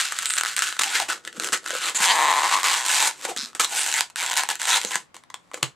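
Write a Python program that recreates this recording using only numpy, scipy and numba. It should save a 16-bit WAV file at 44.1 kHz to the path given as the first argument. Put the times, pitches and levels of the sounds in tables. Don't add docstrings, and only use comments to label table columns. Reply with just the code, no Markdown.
import sys
import numpy as np
from scipy import signal
from scipy.fft import rfft, irfft, next_fast_len
from scipy.io import wavfile
from scipy.ndimage import uniform_filter1d
from numba import njit

SR = 44100
rng = np.random.default_rng(int(sys.argv[2]) if len(sys.argv) > 2 else 0)


def materialize(psi):
    bounded = np.clip(np.atleast_2d(psi).T, -1, 1)
    quanta = np.round(bounded * 32767).astype(np.int16)
    wavfile.write(sys.argv[1], SR, quanta)


def makeup_ratio(level_db):
    decades = np.asarray(level_db, float) / 20
    return 10 ** decades


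N = 253575

# freq_hz, density_db
ROOM_TONE = [(24, -15), (40, -8), (144, -5), (180, -3.5), (402, -13), (1090, -11.5), (3740, -24.5),
             (7930, -33), (16000, -48)]
ROOM_TONE_DB = -59.5
ROOM_T60_S, ROOM_DB, ROOM_LOW_HZ, ROOM_HIGH_HZ = .15, -11, 78, 9600
# freq_hz, left_minus_right_db
PORT_TILT = [(150, -1), (380, 3), (1290, 1.5), (2380, 2.5), (4400, -1), (8100, -3), (13000, 4.5)]

# start_s, peak_db, pitch_hz, t60_s
HAND_KNOCKS = [(0.802, -40, 252, 0.056), (1.021, -48, 106, 0.19), (1.378, -27, 230, 0.04),
               (1.705, -25, 594, 0.026), (1.732, -24, 530, 0.033), (1.752, -23, 525, 0.036),
               (2.001, -29, 207, 0.041), (3.25, -25.5, 560, 0.046), (3.363, -34, 250, .04),
               (3.386, -36, 242, 0.058), (3.429, -35, 235, .1), (1.424, -36, 280, .04),
               (4.956, -31.5, 194, 0.031), (4.847, -16, 483, 0.014), (4.849, -32, 205, 0.041),
               (5.541, -20, 545, 0.015), (5.63, -22, 130, 0.14), (5.629, -38, 70, .07),
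               (3.42, -55, 100, .2)]

# start_s, end_s, from_hz, to_hz, level_db
PINCHED_FOLDS = [(1.949, 1.988, 7300, 7100, -22), (0.249, 0.374, 8100, 8500, -30.5),
                 (0.824, 0.89, 840, 860, -36.5), (0.907, 1.001, 1400, 1980, -33),
                 (1, 1.029, 790, 780, -28.5), (1.269, 1.286, 1670, 1800, -44),
                 (1.533, 1.565, 1830, 1900, -33.5), (2.02, 2.129, 3090, 3140, -25),
                 (2.06, 2.135, 2120, 1810, -32.5), (2.06, 2.135, 4000, 4800, -27.5),
                 (2.4, 2.45, 7200, 6500, -34), (2.16, 2.36, 4100, 4300, -41), (2.9, 3.09, 3700, 3770, -32),
                 (3.76, 3.83, 8650, 8800, -33), (3.96, 4.0, 8300, 6500, -31), (1.83, 1.87, 4200, 4200, -34),
                 (4.25, 4.41, 3350, 3560, -36.5), (3.283, 3.325, 473, 360, -36.5),
                 (3.262, 3.335, 910, 670, -36), (3.37, 3.43, 1480, 1570, -46.5),
                 (3.37, 3.47, 5050, 4950, -37), (3.37, 3.47, 4200, 4240, -37),
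                 (2.51, 2.59, 1100, 1090, -27), (4.18, 4.27, 2300, 2200, -33), (3.93, 4.0, 2000, 2100, -31),
                 (4.72, 4.78, 7000, 7100, -30), (2.92, 3.0, 2300, 2100, -30),
                 (3.641, 3.653, 3600, 3830, -22), (4.702, 4.764, 3800, 3640, -21),
                 (4.675, 4.786, 5800, 6700, -32), (4.865, 4.893, 6500, 6700, -35),
                 (4.918, 4.966, 2100, 1480, -33)]
FOLD_LOSS, FOLD_GRIP_HZ = .2, 40

# time_s, pitch_hz
BUBBLE_PITCH = [(0, 1320), (.75, 1620), (.85, 980), (1.05, 845), (1.1, 1430), (1.8, 1470), (2.0, 970),
                (2.47, 1010), (2.66, 1120), (2.85, 960), (3.15, 920), (3.25, 1190), (3.6, 1360),
                (3.72, 800), (4.1, 970), (4.7, 930), (4.95, 990), (5.75, 1170)]
BUBBLE_LOSS = .21
# freq_hz, width_hz, level_db
SKIN_MODES = [(1420, 360, 0), (2170, 600, -0.5), (2700, 523, 1.5), (3740, 1670, 8), (5440, 2100, 3)]
# freq_hz, width_hz, level_db
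SIZZLE_MODES = [(5960, 1870, -3), (7710, 1650, 2), (9080, 2730, -0.5), (12400, 3070, -6.5),
                (12500, 1700, -19.5)]
# time_s, depth_db
HAND_HOLLOW = [(0, 0), (.3, -2), (.6, 0), (1.5, 0), (1.96, -3), (2.06, 0), (2.15, -5), (2.36, -5),
               (2.46, -1), (2.95, -1), (3.3, 0), (3.4, 1), (3.8, -1), (4.2, -2), (4.4, -2), (4.75, -2),
               (5.0, -1), (5.75, 0)]
HOLLOW_LOW_HZ, HOLLOW_HIGH_HZ = 4900, 6000

# time_s, bubble_coupling_db, skin_tautness_db, palm_pressure_db
HAND_GRIP = [(0, -12, -0.5, -7.5), (.3, -7.5, -1.5, -7), (.7, -6.5, 2, -6), (.95, -11, -1, 0),
             (1.1, 1, -0.5, 5.5), (1.45, 0, 6, 14), (1.8, -9, -2.5, -2.5), (1.96, -3, 1, 10),
             (2.08, -6.5, 1.5, -7), (2.3, -4, -2, -5), (2.6, -1.5, -1.5, 0), (2.95, -7, 2.5, -2),
             (3.3, -4.5, 2.5, 5.5), (3.65, -0.5, 5.5, 3), (3.85, -11, 3.5, -2), (4.3, -3, -2, -4),
             (4.85, -6, 2.5, 0.5), (5.75, 2.5, 2, 11)]
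PUSH_LOW_HZ, PUSH_HIGH_HZ = 264, 568
PUSH_DB, PUSH_MAX_DB, PUSH_STEADY, PUSH_SMOOTH_S = -14, -1.5, 0.53, 0.06

# start_s, end_s, start_db, end_db
RUB_STROKES = [(.052, .068, -26, -28.5), (.08, .376, -30.5, -34.5), (.48, .53, -28.5, -31.5),
               (.84, 1.03, -27.5, -28), (.958, .962, -20, -19.5), (1.278, 1.282, -42, -51),
               (1.372, 1.378, -41.5, -45.5), (1.668, 1.883, -38, -23), (2.025, 2.062, -17.5, -16),
               (2.07, 2.495, -16.5, -15.5), (2.525, 2.58, -8, -16.5), (2.804, 2.945, -27.5, -19),
               (2.945, 3.07, -20, -22.5), (3.14, 3.225, -48, -46), (3.235, 3.25, -35, -35),
               (3.285, 3.3, -37, -32), (3.683, 3.781, -37.5, -24), (3.781, 3.909, -24.5, -28),
               (3.909, 3.985, -34.5, -21.5), (4.385, 4.46, -21.5, -38), (4.8, 4.91, -35.5, -37.5),
               (4.92, 4.96, -28.5, -32)]
# start_s, end_s, start_db, end_db
GRAB_STROKES = [(0, .017, -20, -22), (.567, .616, -26.5, -32), (.622, .762, -24.5, -42),
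                (1.088, 1.125, -23.5, -28), (1.399, 1.441, -36.5, -35.5), (1.441, 1.52, -32, -45),
                (1.948, 1.985, -19.5, -27), (2.641, 2.745, -19.5, -21), (2.761, 2.804, -16, -17),
                (3.364, 3.432, -36, -30), (3.551, 3.556, -31, -42), (4.16, 4.182, -49, -35),
                (4.182, 4.351, -21, -44), (4.49, 4.507, -27, -23.5), (4.597, 4.7, -29.5, -20),
                (5.145, 5.2, -46.5, -65.5), (5.344, 5.53, -72, -69), (5.536, 5.627, -43, -63.5),
                (5.629, 5.632, -19, -36)]
# start_s, end_s, start_db, end_db
JERK_STROKES = [
    (.378, .382, -21.5, -15),
    (.791, .793, -28, -17),
    (.812, .815, -47.5, -17.5),
    (3.249, 3.26, -26, -32),
    (1.528, 1.548, -21.5, -23),
    (1.55, 1.575, -33, -33.5),
    (3.597, 3.618, -20, -21),
    (3.624, 3.652, -32, -26.5),
    (4.69, 4.742, -23, -19.5),
    (4.749, 4.783, -17.5, -21.5),
]
SWELL_DB_PER_S, GRAB_DB_PER_S, LET_GO_DB_PER_S, STOP_DB_PER_S = 396.5, 9000, 381, 1313
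GRAINS_PER_S, GRAIN_SPREAD_DB, CLUMP_DB = 5000, 3.6, 2.2
STUCK_DB = -11

# start_s, peak_db
BUBBLE_SNAP_TIMES = [(0.1224, -11), (0.2326, -17), (0.4105, -7), (.435, -7.5), (0.4499, -10), (0.4599, -12),
                     (0.5803, -9.5), (0.6217, 5), (0.7255, -13), (.7947, -4), (.8114, -9.5), (1.0004, -5.5),
                     (1.436, -14), (1.4876, -15), (1.5231, -14), (1.6614, -13.5), (1.7059, -13),
                     (1.7512, -13), (2.632, -8), (3.0256, -6), (3.8293, -32), (3.8821, -16), (4.008, -3),
                     (4.311, -11.5), (4.3314, -11.5), (4.435, -9.5), (4.4889, -7.5), (4.5132, -12),
                     (4.691, -17.5), (4.956, 0)]
# start_s, peak_db
SKIN_SNAP_TIMES = [(0.1882, -4.5), (0.223, -11.5), (.257, -5), (0.301, -9), (0.3052, -7), (0.3371, -6),
                   (.3834, -8), (0.5649, -6), (0.5915, -2), (0.8346, -0.5), (0.8409, -8), (0.958, -12),
                   (1.085, -18), (1.3982, -9.5), (1.4448, -9.5), (3.3632, -14.5), (3.5992, -8), (3.646, -5),
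                   (3.926, -8), (3.94, -2), (4.159, -10.5), (4.263, -9.5), (4.3725, -4.5), (4.379, -6),
                   (4.502, -7), (4.6166, -9.5), (4.672, -9), (4.8149, -12), (4.8488, -7), (5.6293, -4)]
# start_s, peak_db
CREASE_CRINKLES = [(0.0123, -9), (0.166, -17), (0.2283, -14), (.248, -18), (0.368, -11), (0.3983, -13),
                   (.467, -15), (0.477, -18), (.627, -11), (0.675, -16.5), (.819, -5), (0.853, -17),
                   (0.8618, -15), (.9502, -13), (0.965, -13), (1.0915, -19), (1.1, -15), (1.4227, -18),
                   (1.4614, -20), (1.7654, -15), (1.7852, -16), (2.6407, -12), (2.7318, -10),
                   (2.8637, -11.5), (2.8836, -9), (2.915, -8), (2.93, -9), (2.938, -8), (3.3734, -12.5),
                   (3.78, -19), (3.863, -9), (3.8995, -15), (3.9153, -17), (4.228, -10), (4.2363, -17),
                   (4.2415, -16), (4.2526, -17), (4.2765, -15), (4.285, -17.5), (4.2933, -19),
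                   (4.299, -12.5), (4.315, -9), (4.3205, -11), (4.3386, -8.5), (4.3567, -14), (4.367, -9),
                   (4.3876, -9), (4.3951, -9), (4.3992, -12), (4.4072, -13), (4.4276, -16), (4.4749, -26),
                   (4.63, -11.5), (4.64, -14), (4.654, -8), (4.703, -7.5), (4.73, -8), (4.833, -17),
                   (4.8393, -16), (4.9178, -18)]
BUBBLE_SNAP_RING_DB, SKIN_SNAP_RING_DB, CRINKLE_RING_DB = -7.5, -25.5, -14
# start_s, peak_db, rel_ring_db
FINGER_TICKS = [(0.7671, -22, -2), (1.473, -11, -19), (3.4875, -30, -36), (1.2505, -18, -18),
                (1.2757, -12.5, -34), (1.3276, -24, -29), (3.2126, -23.5, -23), (3.2224, -33, -28),
                (3.2335, -25, -19), (3.5312, -37, -1), (3.5499, -21.5, -37), (4.1, -29, -10),
                (4.1043, -35, -28), (4.5547, -13.5, -36), (4.593, -26, -26), (4.9089, -16.5, -10),
                (5.144, -26.5, -9), (5.166, -27.5, -6), (5.237, -36, -7), (5.301, -30, -7), (5.303, -34, 0),
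                (5.3421, -15, -8), (5.5151, -35.5, 5.5), (5.5349, -28, -19), (5.543, -14, -17),
                (5.547, -28, -10), (5.575, -30, 0)]

# time_s, slips_per_s, peak_db, rel_ring_db
NECK_CREAKS = [
    [(2.0649, 205, -9, -9), (2.085, 170, -5, -9), (2.098, 210, -6, -9)],
    [(2.1013, 250, -4, -8), (2.126, 220, -7, -8), (2.14, 275, -11, -5), (2.155, 160, -11, -2),
     (2.186, 143, -10, -2)],
    [(2.1891, 220, -6, -2), (2.2, 120, -9, -2), (2.215, 120, -7, -2), (2.225, 165, -8, -2),
     (2.245, 162, -9, -2), (2.26, 138, -10, -2), (2.28, 138, -8, -2)],
    [(2.2833, 215, -6, -2), (2.292, 205, -9, -2), (2.3, 130, -9, -2), (2.314, 200, -10, -2)],
    [(2.3163, 105, -6, -2), (2.335, 80, -9, -2), (2.352, 100, -11, -2), (2.365, 142, -10, -2),
     (2.392, 135, -9, -2), (2.4, 80, -10, -2), (2.43, 80, -11, -2)],
    [(2.4333, 80, -7, -2), (2.447, 195, -10, -3), (2.462, 130, -10, -3), (2.475, 80, -11, -3),
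     (2.49, 130, -15, -6), (2.51, 60, -16, -9)],
    [(2.513, 82, -11, -3), (2.535, 82, -9, -3), (2.543, 140, -10, -3), (2.555, 85, -10, -3),
     (2.575, 115, -11, -3), (2.59, 30, -10, -4)],
    [(2.7611, 190, -13, -12), (2.773, 240, -9, -13), (2.793, 180, -12, -12), (2.8, 124, -11, -11),
     (2.845, 124, -13, -12)],
]
# time_s, slips_per_s, peak_db, rel_ring_db
FINGER_CREAKS = [
    [(1.9478, 210, -10, -22), (1.958, 280, -11, -22), (1.979, 230, -10, -22)],
    [(3.3775, 150, -15, -24), (3.41, 145, -17, -24), (3.44, 125, -20, -24), (3.465, 95, -19, -24)],
    [(4.1674, 200, -14, -26), (4.181, 250, -11, -26), (4.195, 170, -10, -24), (4.205, 145, -7, -22),
     (4.215, 200, -11, -20), (4.22, 200, -10, -20)],
    [(4.598, 300, -16, -21), (4.62, 230, -16, -21), (4.67, 230, -15, -21)],
]
# time_s, slips_per_s, peak_db, rel_ring_db
RUB_CREAKS = [
    [(1.8168, 240, -15, -20), (1.85, 250, -17, -20), (1.897, 170, -14, -14)],
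    [(2.0027, 170, -11, -14), (2.017, 150, -13, -14)],
    [(2.9952, 130, -9, -14), (3.03, 125, -8, -12), (3.062, 170, -12, -14), (3.072, 110, -12, -14),
     (3.112, 120, -19, -14)],
    [(3.9423, 230, -11, -18), (3.952, 160, -13, -18), (4.0, 125, -12, -18)],
]
# time_s, slips_per_s, peak_db, rel_ring_db
LOOSE_CRACKLES = [
    [(1.6737, 100, -17, -16), (1.7, 70, -23, -20)],
]
NECK_UNEVEN, FINGER_UNEVEN, CRACKLE_UNEVEN = .04, .03, .2
LOUDEST_DB = -3


def rms_one(x):
    return x / np.sqrt(np.mean(x ** 2) + 1e-20)


def at_hz(points, hz):
    points_hz, points_db = np.transpose(points)
    return np.interp(np.log(hz + 1), np.log(points_hz), points_db)


def in_time(rows):
    time_s, *columns = np.transpose(rows)
    return [np.interp(np.arange(N) / SR, time_s, column) for column in columns]


def band(x, low_hz, high_hz):
    sos = signal.butter(2, [low_hz, min(high_hz, .45 * SR)], "band", fs=SR, output="sos")
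    return signal.sosfilt(sos, x + 1e-18)


def drift(rate_hz):
    r = np.exp(-2 * np.pi * rate_hz / SR)
    noise = rng.standard_normal(N + 4000)
    return rms_one(signal.lfilter([1], [1, -2 * r, r * r], noise)[4000:])


def air():
    hz = np.fft.rfftfreq(N, 1 / SR)
    spectrum = rfft(rng.standard_normal((2, N))) * makeup_ratio(at_hz(ROOM_TONE, hz))
    return makeup_ratio(ROOM_TONE_DB) * rms_one(irfft(spectrum, N))


def room(x):
    t = np.arange(int(.3 * SR)) / SR
    decay = makeup_ratio(-60 * t / ROOM_T60_S)
    onset = np.clip((t - .002) / 0.0041, 0, 1)
    shared, apart = rng.standard_normal((2, len(t))) * decay * onset
    apart = 0.17 * band(apart, 8100, 14000) + 0.44 * apart + 0.67 * band(apart, 40, 280)
    tails = band(np.array([shared + apart, shared - apart]), ROOM_LOW_HZ, ROOM_HIGH_HZ)
    tails = makeup_ratio(ROOM_DB) * tails / np.sqrt(np.sum(tails ** 2) / 2)
    return signal.fftconvolve(x[None], tails, axes=1)[:, :N]


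def knocks():
    out = np.zeros(N + SR)
    t = np.arange(SR // 4) / SR
    for start_s, peak_db, hz, t60_s in HAND_KNOCKS:
        push = 1 - np.exp(-t * hz / 0.31)
        ring = makeup_ratio(peak_db - 60 * t / t60_s) * push * np.sin(2 * np.pi * hz * t)
        out[round(start_s * SR):][:len(t)] += band(ring, .4 * hz, 6 * hz)
    return out[:N]


def resonance(x, hz, width_hz):
    r, w = np.exp(-np.pi * width_hz / SR), 2 * np.pi * hz / SR
    return signal.lfilter([1, -r * np.cos(w)], [1, -2 * r * np.cos(w), r * r], x + 1e-18)


@njit
def gliding_ring(x, hz, r):
    y = np.zeros(len(x))
    for i in range(2, len(x)):
        w = 2 * np.pi * hz[i] / SR
        y[i] = x[i] * np.sin(w) + 2 * r[i] * np.cos(w) * y[i - 1] - r[i] ** 2 * y[i - 2]
    return y


def folds(clicks):
    out = np.zeros(N)
    for start_s, end_s, from_hz, to_hz, level_db in PINCHED_FOLDS:
        i, j = round(start_s * SR), round(end_s * SR)
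        hz = np.geomspace(from_hz, to_hz, j - i)
        width_hz = FOLD_LOSS * from_hz + FOLD_GRIP_HZ
        r = np.full(j - i, np.exp(-np.pi * width_hz / SR))
        ring = gliding_ring(gliding_ring(np.gradient(clicks[i:j]), hz, r), hz, r)
        out[i:j] += makeup_ratio(level_db) * signal.windows.tukey(j - i, .3) * rms_one(ring)
    return out


def bubble_air(clicks, hz, second_db):
    first = gliding_ring(clicks, hz, np.exp(-np.pi * BUBBLE_LOSS * hz / SR))
    second = gliding_ring(clicks, 1.84 * hz, np.exp(-np.pi * 1.6 * BUBBLE_LOSS * hz / SR))
    return band(band(first + makeup_ratio(second_db) * second, 800, 5000), 600, 9000)


def skin(clicks, modes, spread_db):
    luck = makeup_ratio(spread_db * np.clip(rng.standard_normal((len(modes), N)), -3, 1.3))
    out = np.zeros(N)
    for k, (hz, width_hz, level_db) in enumerate(modes):
        out += (-1) ** k * makeup_ratio(level_db) * resonance(clicks * luck[k], hz, width_hz)
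    return out


def hollow(x):
    depth_db, = in_time(HAND_HOLLOW)
    b, a = signal.butter(1, (HOLLOW_LOW_HZ, HOLLOW_HIGH_HZ), "band", fs=SR)
    return x + (makeup_ratio(depth_db) - 1) * signal.lfilter(b, a, x)


def effort():
    t = np.arange(0, N + 20, 20) / SR
    kinds = [(RUB_STROKES, SWELL_DB_PER_S, LET_GO_DB_PER_S),
             (GRAB_STROKES, GRAB_DB_PER_S, LET_GO_DB_PER_S),
             (JERK_STROKES, GRAB_DB_PER_S, STOP_DB_PER_S)]
    strongest_db = np.full(len(t), -95.)
    for rows, rise, fall in kinds:
        for start_s, end_s, from_db, to_db in rows:
            stroke_db = np.interp(t, [start_s, max(end_s, start_s + .001)], [from_db, to_db])
            stroke_db -= rise * np.maximum(start_s - t, 0) + fall * np.maximum(t - end_s, 0)
            strongest_db = np.maximum(strongest_db, stroke_db)
    return np.interp(np.arange(N) / SR, t, strongest_db)


def gripping():
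    t = np.arange(N) / SR
    held = np.zeros(N)
    for run in NECK_CREAKS + FINGER_CREAKS:
        held[(t > run[0][0]) & (t < run[-1][0] + .004)] = 1
    return uniform_filter1d(held, size=300)


def scratch(effort_db, ring_db, sizzle_db, push_db, ring_hz):
    sizes = makeup_ratio(GRAIN_SPREAD_DB * np.minimum(rng.exponential(1, N), 3.2)) * rng.choice([-1, 1], N)
    born = rng.random(N) < GRAINS_PER_S / SR
    clumps_db = CLUMP_DB * np.minimum(drift(300), 2) + 1.0 * drift(11.6)
    grains = sizes * born * makeup_ratio(clumps_db)
    ring = bubble_air(grains, ring_hz, second_db=-11.5)
    middle = band(skin(grains, SKIN_MODES, spread_db=12.5), 1224, 5760)
    bright = band(skin(grains, SIZZLE_MODES, spread_db=3.5), 2740, 12800)
    push = band(grains, PUSH_LOW_HZ, PUSH_HIGH_HZ)
    bright = makeup_ratio(effort_db + sizzle_db - 5.5) * rms_one(bright)
    dull = rms_one(middle) + makeup_ratio(ring_db) * rms_one(ring) + makeup_ratio(push_db - 6.5) * rms_one(push)
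    return makeup_ratio(effort_db - 3.0) * dull + bright, bright, grains


def creak_slips(runs, uneven):
    rows = []
    for run in runs:
        time_s, slips_per_s, peak_db, ring_db = np.transpose(run)
        t = np.arange(time_s[0], time_s[-1], 1 / SR)
        load = np.cumsum(np.interp(t, time_s, slips_per_s)) / SR
        at_s = np.interp(np.arange(int(load[-1]) + 1), load, t)
        time_luck, peak_luck = rng.standard_normal((2, len(at_s)))
        at_s = at_s + uneven * time_luck / np.interp(at_s, time_s, slips_per_s)
        peaks_db = np.interp(at_s, time_s, peak_db) + 10 * uneven * peak_luck
        rows += zip(at_s, peaks_db, np.interp(at_s, time_s, ring_db))
    return rows


def snaps():
    rows = [(s, db, BUBBLE_SNAP_RING_DB) for s, db in BUBBLE_SNAP_TIMES]
    rows += [(s, db, SKIN_SNAP_RING_DB) for s, db in SKIN_SNAP_TIMES]
    rows += [(s, db, CRINKLE_RING_DB) for s, db in CREASE_CRINKLES]
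    return rows + FINGER_TICKS + creak_slips(LOOSE_CRACKLES, CRACKLE_UNEVEN)


def slips(rows, ring_hz, rattle_share, spread_db, hardest_db):
    start_s, peak_db, ring_db = np.transpose(rows)
    at = np.round(start_s * SR).astype(int)
    peak_db = np.minimum(peak_db, LOUDEST_DB)
    crack, kick = np.zeros(N), np.zeros(N)
    crack[at] = -makeup_ratio(peak_db)
    kick[at] = -makeup_ratio(np.minimum(peak_db + ring_db, hardest_db) + 4.0)
    fade = np.exp(-1 / (.0015 * SR))
    sparse_noise = rng.standard_normal(N) * (rng.random(N) < .3)
    rattle = signal.lfilter([0, rattle_share], [1, -fade], crack) * sparse_noise
    bright = makeup_ratio(-1.5) * band(skin(crack + rattle, SIZZLE_MODES, spread_db), 1400, 13400)
    middle = makeup_ratio(-10.5) * band(skin(crack + rattle, SKIN_MODES, spread_db), 1520, 5300)
    ring = bubble_air(kick, ring_hz, second_db=-9.0)
    push = 1.94 * band(kick, PUSH_LOW_HZ, PUSH_HIGH_HZ)
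    return middle + ring + bright + push, bright, crack


def scene():
    ring_hz, = in_time(BUBBLE_PITCH)
    effort_db = effort()
    slow_db = uniform_filter1d(effort_db, size=int(PUSH_SMOOTH_S * SR))
    ring_db, sizzle_db, palm_db = in_time(HAND_GRIP)
    push_db = palm_db + np.minimum(PUSH_DB - PUSH_STEADY * (slow_db + 30), PUSH_MAX_DB)
    rub_db = effort_db + STUCK_DB * gripping()
    rub, rub_bright, grains = scratch(rub_db, ring_db, sizzle_db, push_db, ring_hz)
    snap, snap_bright, _ = slips(snaps(), ring_hz, rattle_share=.35, spread_db=3.0, hardest_db=-14)
    runs = creak_slips(NECK_CREAKS, NECK_UNEVEN) + creak_slips(FINGER_CREAKS + RUB_CREAKS, FINGER_UNEVEN)
    creak, creak_bright, cracks = slips(runs, ring_hz, rattle_share=.12, spread_db=1.5, hardest_db=-8)
    balloon = hollow(rub + snap + creak) + folds(grains + 400 * cracks) + knocks()
    wander = 0.59 * drift(300) * band(rub_bright + snap_bright + creak_bright, 7740, 12100)
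    return balloon + wander * [[1], [-1]] + room(balloon) + air()


def top_cut(x):
    return signal.sosfilt(signal.butter(12, 16490, fs=SR, output="sos"), x)


def record(dry):
    size = next_fast_len(N)
    tilt_db = at_hz(PORT_TILT, np.fft.rfftfreq(size, 1 / SR)) / 2
    ports = irfft(rfft(dry, size) * makeup_ratio([tilt_db, -tilt_db]), size)[:, :N]
    ports = 1.4 * np.tanh(ports / 1.4)
    ports = signal.sosfilt(signal.butter(1, 120, "high", fs=SR, output="sos"), ports)
    ports = signal.sosfilt(signal.cheby2(5, 20, 16500, fs=SR, output="sos"), ports)
    return top_cut(ports)


dry = scene()
out = record(dry)
materialize(out)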